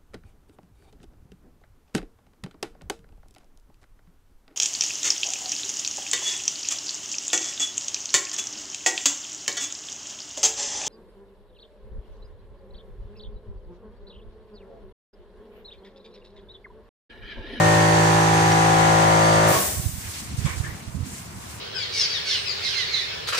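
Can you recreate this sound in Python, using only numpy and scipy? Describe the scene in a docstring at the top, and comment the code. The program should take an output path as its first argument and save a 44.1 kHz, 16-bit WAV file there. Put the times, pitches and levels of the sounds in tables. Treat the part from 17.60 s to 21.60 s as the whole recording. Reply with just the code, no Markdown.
"""A small piston air compressor drones inside an open garage, heard from the doorway on a drifting hand-held microphone.
It cuts out as its unloader valve hisses, and the garage rings out; then wind puffs on the microphone, leaves rustle
and three scuffs sound. The drone is shaft-speed sines with reflections, the reed valve and a metal tick are
struck resonances, and hiss, casing, leaves and a distant wash are coloured noise; puffs are short pressure lumps."""
import sys
import numpy as np
from scipy import signal
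from scipy.fft import rfft, irfft
from scipy.io import wavfile

SR = 44100
rng = np.random.default_rng(int(sys.argv[2]) if len(sys.argv) > 2 else 0)


def inscribe(sig):
    """Save sig as 16-bit PCM at rate SR to the path in sys.argv[1].

    A 1-D sig is mono; a 2-D sig holds one channel per row.
    Samples are clipped to [-1, 1] before scaling.
    """
    pcm = np.round(np.clip(np.atleast_2d(sig).T, -1, 1) * 32767)
    wavfile.write(sys.argv[1], SR, pcm.astype(np.int16))


N = 176400

TURNS_PER_S = 54.1   # running speed of the shaft
STOP_S, COAST_T60_S = 1.897, 0.7   # power cut, and the fade of the coasting machine


def from_db(db):
    """Decibels to gain."""
    return 10 ** (np.asarray(db, float) / 20)


def rms_one(x):
    """Scale to rms 1."""
    return x / np.sqrt(np.mean(x ** 2) + 1e-20)


def clock():
    """Seconds at every sample."""
    return np.arange(N) / SR


def in_time(rows):
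    """Columns of a table as straight lines in time."""
    s, *columns = np.transpose(rows)
    return np.array([np.interp(clock(), s, c) for c in columns])


def at_hz(points, hz):
    """Read a spectrum on a log-frequency axis."""
    point_hz, value = np.array(points).T
    return np.interp(np.log(hz), np.log(point_hz), value)


def port_gains(left_minus_right_db):
    """Split a level difference evenly between the left and right ports."""
    return from_db(np.array([[.5], [-.5]]) * left_minus_right_db)


def drift(rate):
    """Slow random wander of rms 1: noise through two equal low-pass poles at rate Hz."""
    step = 40   # samples between the computed points
    r = np.exp(-2 * np.pi * rate * step / SR)
    white = rng.standard_normal(N // step + 2002)
    slow = signal.lfilter([1], [1, -2 * r, r * r], white)[2000:]
    return np.interp(np.arange(N) / step, np.arange(len(slow)), rms_one(slow))


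def dying(start, t60):
    """1 until start, then an exponential fall of 60 dB per t60."""
    return from_db(-60 * np.maximum(clock() - start, 0) / t60)


def ring(clicks, hz, t60):
    """A two-pole resonator: a unit click sets a sine of height 1 ringing."""
    r, w = np.exp(-np.log(1000) / (t60 * SR)), 2 * np.pi * hz / SR
    return signal.lfilter([0, np.sin(w)], [1, -2 * r * np.cos(w), r * r], clicks + 1e-18)


def noise(spectrum, patchy_db, alike_share=1):
    """Stereo noise of a given colour, part shared by the two ports, flickering by octave."""
    # likeness of the two ports before the lag: (f/Hz, likeness 0-1)
    port_likeness = [(60, 0.61), (130, 0.98), (290, 0.98), (640, 0.068), (1410, 0.01), (3100, 0.01),
                     (6820, 0.06), (15000, 0.055)]
    # level difference of the two ports, applied above 500 Hz only: (f/Hz, L-R level/dB)
    port_balance = [(60, -5.0), (130, -5.0), (290, 10), (640, 0.5), (1410, 2.5), (3100, -4.5), (6820, 1),
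                    (15000, 1.5)]
    right_lag_s, flicker_hz = .0005, 17.6
    hz = np.maximum(np.arange(N // 2 + 1) * SR / N, 1)
    alike = np.clip(alike_share * at_hz(port_likeness, hz), -1, 1)
    colour = from_db(at_hz(spectrum, hz)) * (hz > spectrum[0][0])
    mid, side = rfft(rng.standard_normal((2, N))) * colour
    both = np.sqrt(1 + alike) * mid + np.sqrt(1 - alike) * side * [[1], [-1]]
    both = both * port_gains(at_hz(port_balance, hz) * (hz > 500))
    both[1] *= np.exp(-2j * np.pi * hz * right_lag_s)
    octave = np.clip(np.log2(hz / 60), 0, 8)
    out = np.zeros((2, N))
    for k in range(9):
        band = irfft(both * np.clip(1 - abs(octave - k), 0, 1), N)   # overlapping triangles
        out += band * from_db(patchy_db * drift(flicker_hz))
    return rms_one(out)


def turns():
    """Turns of the shaft so far; it slows once the power is cut."""
    slowing_hz_per_s = 60
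    speed = TURNS_PER_S - slowing_hz_per_s * np.maximum(clock() - STOP_S, 0)
    return np.cumsum(np.maximum(speed, 0)) / SR


def drone(shaft):
    """Multiples of the shaft speed: a direct wave and its reflection, which slides in and out of step."""
    # (multiple, direct level/dB left, right, dip depth 0-1 left, right, dips per s left, right,
    #  t/s of a dip left, right, left leads/rad); the sign of the dip rate is the way the reflection slides
    harmonics = [(1, -44, -44, 0.19, 0.17, -0.19, -0.29, 0.9, 0.83, -0.2),
                 (2, -25, -24, 0.35, 0.43, 0.17, 0.13, 1.25, 1.25, 0.3),
                 (3, -24, -23, 0.11, 0.18, 0.25, 0.27, 2.38, 1.83, 0.43),
                 (4, -41, -42, 0.34, 0.61, 0.36, 0.3, 3.3, 0.76, -0.56),
                 (5, -41, -41, 0.11, 0.63, 0.29, 0.17, 0.69, 1.45, 0.35),
                 (6, -27, -26, 0.51, 0.36, -0.07, -0.06, 2.19, 1.63, 0.9),
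                 (7, -38, -32, 0.74, 0.29, 0.28, -0.37, 3.04, 1.38, 0.07),
                 (8, -39, -53, 0.72, 0.71, -0.28, 0.57, 1.76, 0.96, 1.63),
                 (9, -30, -32, 0.22, 0.41, -0.61, -0.61, -0.15, 0.66, -1.49),
                 (10, -29, -35, 0.27, 1.0, 0.42, 0.44, 0.67, 0.38, 1.14),
                 (11, -28, -30, 0.71, 1.0, 0.41, 0.18, 0.84, 1.39, -0.27),
                 (12, -30, -38, 0.91, 1.0, 0.13, -0.34, 0.27, 0.64, 0.59),
                 (13, -35, -39, 0.91, 0.52, -0.25, -0.35, -0.18, 0.79, 0.72),
                 (14, -25, -30, 0.59, 0.74, 0.81, 0.7, 0.7, 1.34, 1.03),
                 (15, -31, -28, 0.53, 0.53, 0.61, 0.59, -1.32, 1.57, 0.81),
                 (16, -36, -30, 0.4, 0.8, -0.82, -0.12, 0.65, 1.56, 0.43),
                 (17, -29, -40, 0.66, 0.65, -0.13, -0.93, 0.65, 1.06, -0.45),
                 (18, -26, -26, 0.73, 0.28, 0.45, 0.94, 0.39, -0.05, 3.2),
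                 (19, -32, -35, 0.39, 1.0, 0.79, -0.47, 1.62, 0.17, -2.98),
                 (20, -32, -33, 0.32, 1.0, 0.94, -0.12, 1.98, -0.17, -3.2),
                 (21, -43, -41, 1.0, 0.88, -0.52, -0.61, 2.71, 1.51, -0.78),
                 (22, -40, -38, 1.0, 0.84, 0.92, 0.43, 1.39, 2.79, 0.45),
                 (23, -43, -41, 0.78, 1.0, -1.17, 0.27, 1.9, 0.02, -2.58),
                 (24, -37, -37, 0.58, 0.43, -0.41, -0.52, 1.48, 2.78, -2.92),
                 (25, -38, -45, 0.39, 0.59, 0.49, -1.25, 0.72, 1.06, -1.68),
                 (26, -38, -39, 0.65, 0.38, -0.44, -1.18, 0.38, 0.97, 0.36),
                 (27, -43, -45, 1.0, 0.57, 0.39, -0.55, -1.2, 2.39, 1.07),
                 (28, -41, -44, 0.31, 0.43, 1.25, 0.75, 1.62, 1.55, -1.33),
                 (29, -41, -37, 0.83, 0.45, 1.41, -0.22, -1.1, 1.32, 2.98),
                 (30, -47, -48, 0.59, 0.47, 0.6, -0.95, 2.37, -0.71, -1.12),
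                 (31, -38, -43, 0.82, 1.0, -0.57, 0.16, 2.1, 2.31, 0.01),
                 (32, -37, -50, 0.82, 1.0, 0.68, -0.66, 2.79, -0.18, 0.85),
                 (33, -40, -41, 0.57, 0.33, -0.46, 1.43, 1.45, 0.02, -1.91),
                 (34, -36, -33, 0.74, 0.76, 0.33, -0.21, 0.81, 1.35, -0.82),
                 (35, -40, -41, 0.73, 0.51, -0.67, 0.56, -0.96, 1.16, -2.0),
                 (36, -41, -49, 0.4, 0.9, -0.95, -0.73, 1.49, -0.74, -1.49),
                 (37, -37, -49, 0.89, 0.76, 0.1, 0.88, -0.09, 2.83, -3.2),
                 (38, -44, -46, 0.49, 0.34, -1.38, -0.81, 2.78, 1.56, 1.67),
                 (39, -48, -49, 0.53, 0.75, 1.69, 1.1, 0.06, 2.15, -1.14),
                 (40, -50, -45, 1.0, 0.49, 0.73, 0.46, -0.36, 0.48, -0.72)]
    # one multiple stands out at first: (t/s, gain level/dB)
    whine_gain = [(0, 5), (.17, 4), (.42, -3), (.8, 0), (4, 0)]
    whine_multiple = 34
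    stroke_spread = .35   # how far higher multiples trail within a turn, rad per multiple squared
    waver_db, waver_hz = .3, 5.6
    thump_top, thump_ends_s, thump_loss_db, thump_fall_s = 5, 1.912, -9, .012
    held_share, held_for_s, held_t60_s = .72, .03, .3   # part of the drone stored in the garage

    used = slice(0, int((STOP_S + .4) * SR))
    out, s = np.zeros((2, N)), clock()[used]
    # the lowest multiples drop when the unloader opens
    unloaded = thump_loss_db * np.clip((s - thump_ends_s) / thump_fall_s, 0, 1)
    coasting = (1 - held_share) * dying(STOP_S, COAST_T60_S)[used]
    held = held_share * dying(STOP_S + held_for_s, held_t60_s)[used]
    whine = in_time(whine_gain)[0, used]
    lost = TURNS_PER_S * s - shaft[used]   # turns lost to slowing
    for k, *pairs, lead in harmonics:
        db, depth, dips, dip_s = np.reshape(pairs, (4, 2, 1))
        phase = 2 * np.pi * k * TURNS_PER_S * s - stroke_spread * k * k + np.array([[lead], [0]])
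        reflection = depth * np.exp(2j * np.pi * dips * (s - dip_s))
        wave = np.exp(1j * phase) * (1 - reflection)
        # the stored part dies away at full pitch, the coasting part falls with the shaft
        wave = np.real(wave * (held + coasting * np.exp(-2j * np.pi * k * lost)))
        level = db + waver_db * drift(waver_hz)[used]
        level = level + unloaded * (k <= thump_top) + whine * (k == whine_multiple)
        out[:, used] += np.sqrt(2) * from_db(level) * wave
    return out


def valve(shaft):
    """The reed slaps twice a turn and strikes resonances; each ring swells and fades on its own."""
    # rings of the reed: (f/Hz, level/dB per slap before the waver, t60/s)
    reed_rings = [(2520, -48, .03), (4545, -51, .16), (6170, -54, .1), (6277, -51, .14), (6332, -46, .2),
                  (6385, -50, .14), (6600, -54, .1), (7900, -56, .05)]
    return_slap = .6   # strength of the second slap of a turn
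    waver_db, waver_hz = 2, 1.4
    thin_whine_hz, swell_s, swell_width_s, swell_db = 4545, 1.68, .1, 6   # one ring swells late
    slap_steps = np.floor(shaft) + return_slap * np.floor(shaft + .5)
    uneven = from_db(rng.normal(0, 1, N))
    slaps = np.diff(slap_steps, prepend=0) * uneven * dying(STOP_S, COAST_T60_S)
    swell = swell_db * np.exp(-((clock() - swell_s) / swell_width_s) ** 2)
    rung = np.zeros(N)
    for hz, db, t60 in reed_rings:
        level = db + waver_db * drift(waver_hz) + swell * (hz == thin_whine_hz)
        rung += from_db(level) * ring(slaps, hz, t60)
    return np.array([rung, np.roll(rung, 20)])   # right port 20 samples later


def casing(shaft):
    """Air and casing noise that pulses with each stroke, twice a turn."""
    # colour of the airflow and casing noise: (f/Hz, relative level/dB per Hz)
    casing_colour = [(25, -50), (60, -34), (130, -17), (225, -23), (330, -10), (480, -4.5), (700, -7.5),
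                     (950, -6.5), (1300, -10), (1870, -6), (2800, -12), (4000, -14.5), (5100, -16.5),
                     (6400, -14), (8500, -18), (10500, -27), (13300, -37.5), (15500, -46)]
    level_db, pulsing, t60_s = -24.5, 0.027, 0.85
    pulse = 1 + pulsing * np.cos(2 * 2 * np.pi * shaft) * dying(STOP_S, COAST_T60_S)
    return from_db(level_db) * pulse * dying(STOP_S, t60_s) * noise(casing_colour, patchy_db=.5)


def ring_out():
    """The smeared drone dies away in the garage as noise; a few resonant pitches stand out of it."""
    # colour of the garage ringing out: (f/Hz, relative level/dB per Hz)
    garage_colour = [(35, -54), (60, -16), (190, -1), (237, -19), (339, 2), (414, -7), (629, -1), (815, -5),
                     (1100, -5.5), (1370, -10), (1600, -8), (2860, -14.5), (7000, -16), (9100, -46),
                     (15400, -120)]
    # pitches that linger: (f/Hz, level/dB against the smear, t60/s)
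    lingering = [(148, -18, 0.14), (288.4, -15, 0.54), (496, -22, 0.22), (636, -12, 0.34), (769, -10, .35),
                 (1107, -9.5, .25)]
    level_db, rise_s, t60_s = -16.5, 0.056, 0.64
    rise = np.clip((clock() - STOP_S) / rise_s, 0, 1)
    smear = noise(garage_colour, patchy_db=-1.0)
    pitches = sum(from_db(db) * rms_one(ring(smear, hz, t60)) for hz, db, t60 in lingering)
    return from_db(level_db) * rise * dying(STOP_S, t60_s) * (smear + pitches)


def unloader():
    """The unloader valve vents a jet of air: bright noise that bursts out and fades."""
    # (t/s, level/dB)
    venting = [(1.86, -42), (1.89, -23.5), (1.97, -22.5), (2.07, -22), (2.14, -25.5), (2.2, -30),
               (2.35, -35), (2.6, -44), (2.75, -58)]
    # colour of the jet: (f/Hz, relative level/dB per Hz)
    jet_colour = [(1470, -54), (2500, -15), (4470, -8.5), (6110, -3), (6740, -3), (7920, 1), (10600, -3),
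                  (11300, -8), (15500, 0.5)]
    return from_db(in_time(venting)) * noise(jet_colour, patchy_db=1.0)


def tick():
    """One light tap on metal: a dry snap of noise and a short ring of struck modes."""
    # modes of the metal: (f/Hz, level/dB against the tap, t60/s)
    metal_modes = [(3100, -1, .03), (3900, -4, .025), (4500, -1, .03), (5100, -5, .02), (5720, -1, .075),
                   (7700, -9, .02), (11300, -13, .015)]
    tick_s, tick_db = .919, -25
    snap_db, snap_t60_s = -6, .03   # snap level is against the tap
    click = np.zeros(N)
    click[int(tick_s * SR)] = from_db(tick_db)
    band = signal.butter(2, [2500, 6500], "band", fs=SR, output="sos")
    bright = rms_one(signal.sosfilt(band, rng.standard_normal(N)))
    snap = from_db(tick_db + snap_db) * (clock() > tick_s) * dying(tick_s, snap_t60_s) * bright
    return snap + sum(from_db(db) * ring(click, hz, t60) for hz, db, t60 in metal_modes)


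def scuffs():
    """Short gritty slides on the ground that sag as they go: noise, a rough gliding squeak and a bright spray."""
    # (t/s, grit level/dB before the sag, length/s, squeak f/Hz, its rise/Hz per s,
    #  squeak level/dB against the grit, spray level/dB against the grit, L-R level/dB)
    slides = [(2.848, -33.5, 0.09, 2300, -900, -5.5, -4.5, -0.5),
              (3.028, -40, 0.084, 1690, 2600, 1.5, -12, 2), (3.124, -47, 0.07, 790, 100, -3, -12, 5)]
    # colour of the grit: (f/Hz, relative level/dB per Hz)
    grit_colour = [(180, -37), (300, -0.5), (598, -2), (672, -8), (1060, 1.5), (1360, -3.5), (2270, -0.5),
                   (2520, -9), (6530, -10), (7680, -11), (10000, -31), (13000, -53), (22000, -120)]
    attack_s, sag_db_per_s, t60_s = 0.012, 70, .2
    squeak_rough_hz, spray_hz, spray_t60_s = 130, 3640, 0.82
    grit, out = noise(grit_colour, patchy_db=1.5, alike_share=0.81), np.zeros((2, N))
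    spray = rms_one(ring(grit, spray_hz, 0.0027))   # so short a ring leaves a broad band
    for s, db, length, hz, rise, squeak_db, spray_db, pan_db in slides:
        into = np.clip(clock() - s, 0, length)
        attack = np.clip((clock() - s) / attack_s, 0, 1)
        shape = attack * from_db(-sag_db_per_s * into) * dying(s + length, t60_s)
        phase = 2 * np.pi * np.cumsum(hz + rise * into) / SR
        squeak = np.array([drift(squeak_rough_hz) * np.cos(phase) + drift(squeak_rough_hz) * np.sin(phase)
                           for port in "LR"])
        parts = grit + from_db(squeak_db) * squeak + from_db(spray_db) * spray * dying(s, spray_t60_s)
        out += from_db(db) * port_gains(pan_db) * shape * parts
    return out


def wind():
    """Wind on the microphone: lumpy low noise with a level for each port, and short pressure puffs."""
    # rumble between the puffs: (t/s, left level/dB, right level/dB)
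    breeze = [(0, -41, -37), (1.9, -33, -42.5), (2.2, -39.5, -30), (2.4, -43.5, -38), (2.6, -42, -43.5),
              (2.8, -37, -29), (2.92, -44, -31.5), (3.1, -43, -36), (3.22, -41.5, -41.5), (3.4, -42, -29.5),
              (3.55, -41, -41), (3.7, -40.5, -40.5), (4, -43, -43.5)]
    # colour of the rumble: (f/Hz, relative level/dB per Hz)
    rumble_colour = [(12, -54), (20, -26), (86, 5.5), (161, -5), (185, -2), (235, -7), (357, -21),
                     (500, -21), (650, -30), (1100, -120)]
    # puffs on the ports: (t/s half a cycle ahead of the middle, level/dB of the lump's height averaged
    #  over both ports, f/Hz, L-R level/dB)
    puffs = [(2.174, -29, 84, -16.5), (2.192, -19.5, 120, -21), (2.233, -25.5, 99, -31),
             (2.259, -16, 85, -37), (2.289, -26, 116, -23), (2.332, -27, 75.4, -19), (2.378, -28, 97, -21),
             (2.448, -30.5, 71, -9), (2.658, -37, 99, 15), (2.741, -21, 125, 11), (2.785, -16, 101, -15),
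             (2.847, -14, 125, -30), (2.86, -16.5, 136, -29), (2.97, -23, 78.1, -20), (3, -16.5, 93.5, -26),
             (3.037, -25, 110, -18), (3.085, -27.5, 98, -25), (3.113, -32, 59.7, -6), (3.148, -31, 101, 10),
             (3.273, -26.5, 72, -24), (3.348, -22, 139, -33), (3.357, -28, 61, -21),
             (3.403, -20.5, 96, -15), (3.427, -21.5, 109, -15), (3.529, -30, 106, -2.5),
             (3.599, -32, 154, -3.0), (3.789, -40, 74.6, -0.5), (3.859, -37, 83.4, -1.5),
             (3.939, -32, 103, -2.5)]
    puff_cycles = 1.2   # width of a puff between its 1/e points
    out = from_db(in_time(breeze)) * noise(rumble_colour, patchy_db=3.5, alike_share=1.0)
    phases = rng.uniform(-0.41, 1, len(puffs))
    for (s, db, hz, pan_db), phase in zip(puffs, phases):
        span = slice(int((s - .05) * SR), int((s + .07) * SR))
        cycles = (clock()[span] - s) * hz - .5
        lump = np.exp(-(2 * cycles / puff_cycles) ** 2) * np.cos(2 * np.pi * cycles + phase)
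        sides = port_gains(pan_db)
        out[:, span] += from_db(db) * sides / sides.mean() * lump
    return out


def leaves():
    """Leaves rustle outdoors: bright flickering noise that comes and goes."""
    # (t/s, level/dB)
    rustle = [(0, -53.5), (2.2, -37.5), (2.33, -40.5), (2.5, -33.5), (2.63, -35.5), (2.68, -39.5),
              (2.75, -40), (2.85, -35), (3.0, -38), (3.15, -42.5), (3.22, -43.5), (3.43, -45.5),
              (3.47, -38.5), (3.61, -39), (3.68, -44), (3.75, -43.5), (3.9, -38.5), (4.0, -41)]
    # colour of the leaves: (f/Hz, relative level/dB per Hz)
    leaf_colour = [(880, -33), (1500, -5), (2200, -2.5), (3120, -5.5), (7980, -3), (10300, -7.5),
                   (11200, -14), (14800, -13), (15500, -5)]
    return from_db(in_time(rustle)) * noise(leaf_colour, patchy_db=2.0, alike_share=1.0)


def distant_wash():
    """A distant dull wash, perhaps traffic: steady-coloured noise with the treble missing."""
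    # (t/s, level/dB)
    wash = [(0, -45), (2.2, -50), (2.32, -51), (2.5, -45), (2.65, -46.5), (2.8, -47.5), (3.0, -43.5),
            (3.2, -47.5), (3.35, -47.5), (3.5, -48), (3.7, -46), (3.9, -45), (4, -45)]
    # colour of the wash: (f/Hz, relative level/dB per Hz)
    wash_colour = [(150, -38), (250, -0.5), (360, 1.5), (403, -3.5), (523, -6), (737, 0.5), (809, -3),
                   (1010, 0.5), (3000, -16), (3900, -43), (6600, -120)]
    return from_db(in_time(wash)) * noise(wash_colour, patchy_db=0.0, alike_share=0.77)


def scene():
    """Compressor in the garage, its unloader, and the yard around the microphone."""
    shaft = turns()
    compressor = drone(shaft) + valve(shaft) + casing(shaft)
    garage = ring_out() + unloader() + tick()
    yard = scuffs() + wind() + leaves() + distant_wash()
    return compressor + garage + yard


def record(dry):
    """The microphone's chain cuts the deepest bass and the top."""
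    low_cut_hz, cutoff_hz = 43, 15750
    thin = signal.sosfilt(signal.butter(2, low_cut_hz, "high", fs=SR, output="sos"), dry)
    return signal.sosfilt(signal.cheby2(16, 60, cutoff_hz, fs=SR, output="sos"), thin)


dry = scene()
out = record(dry)
inscribe(out)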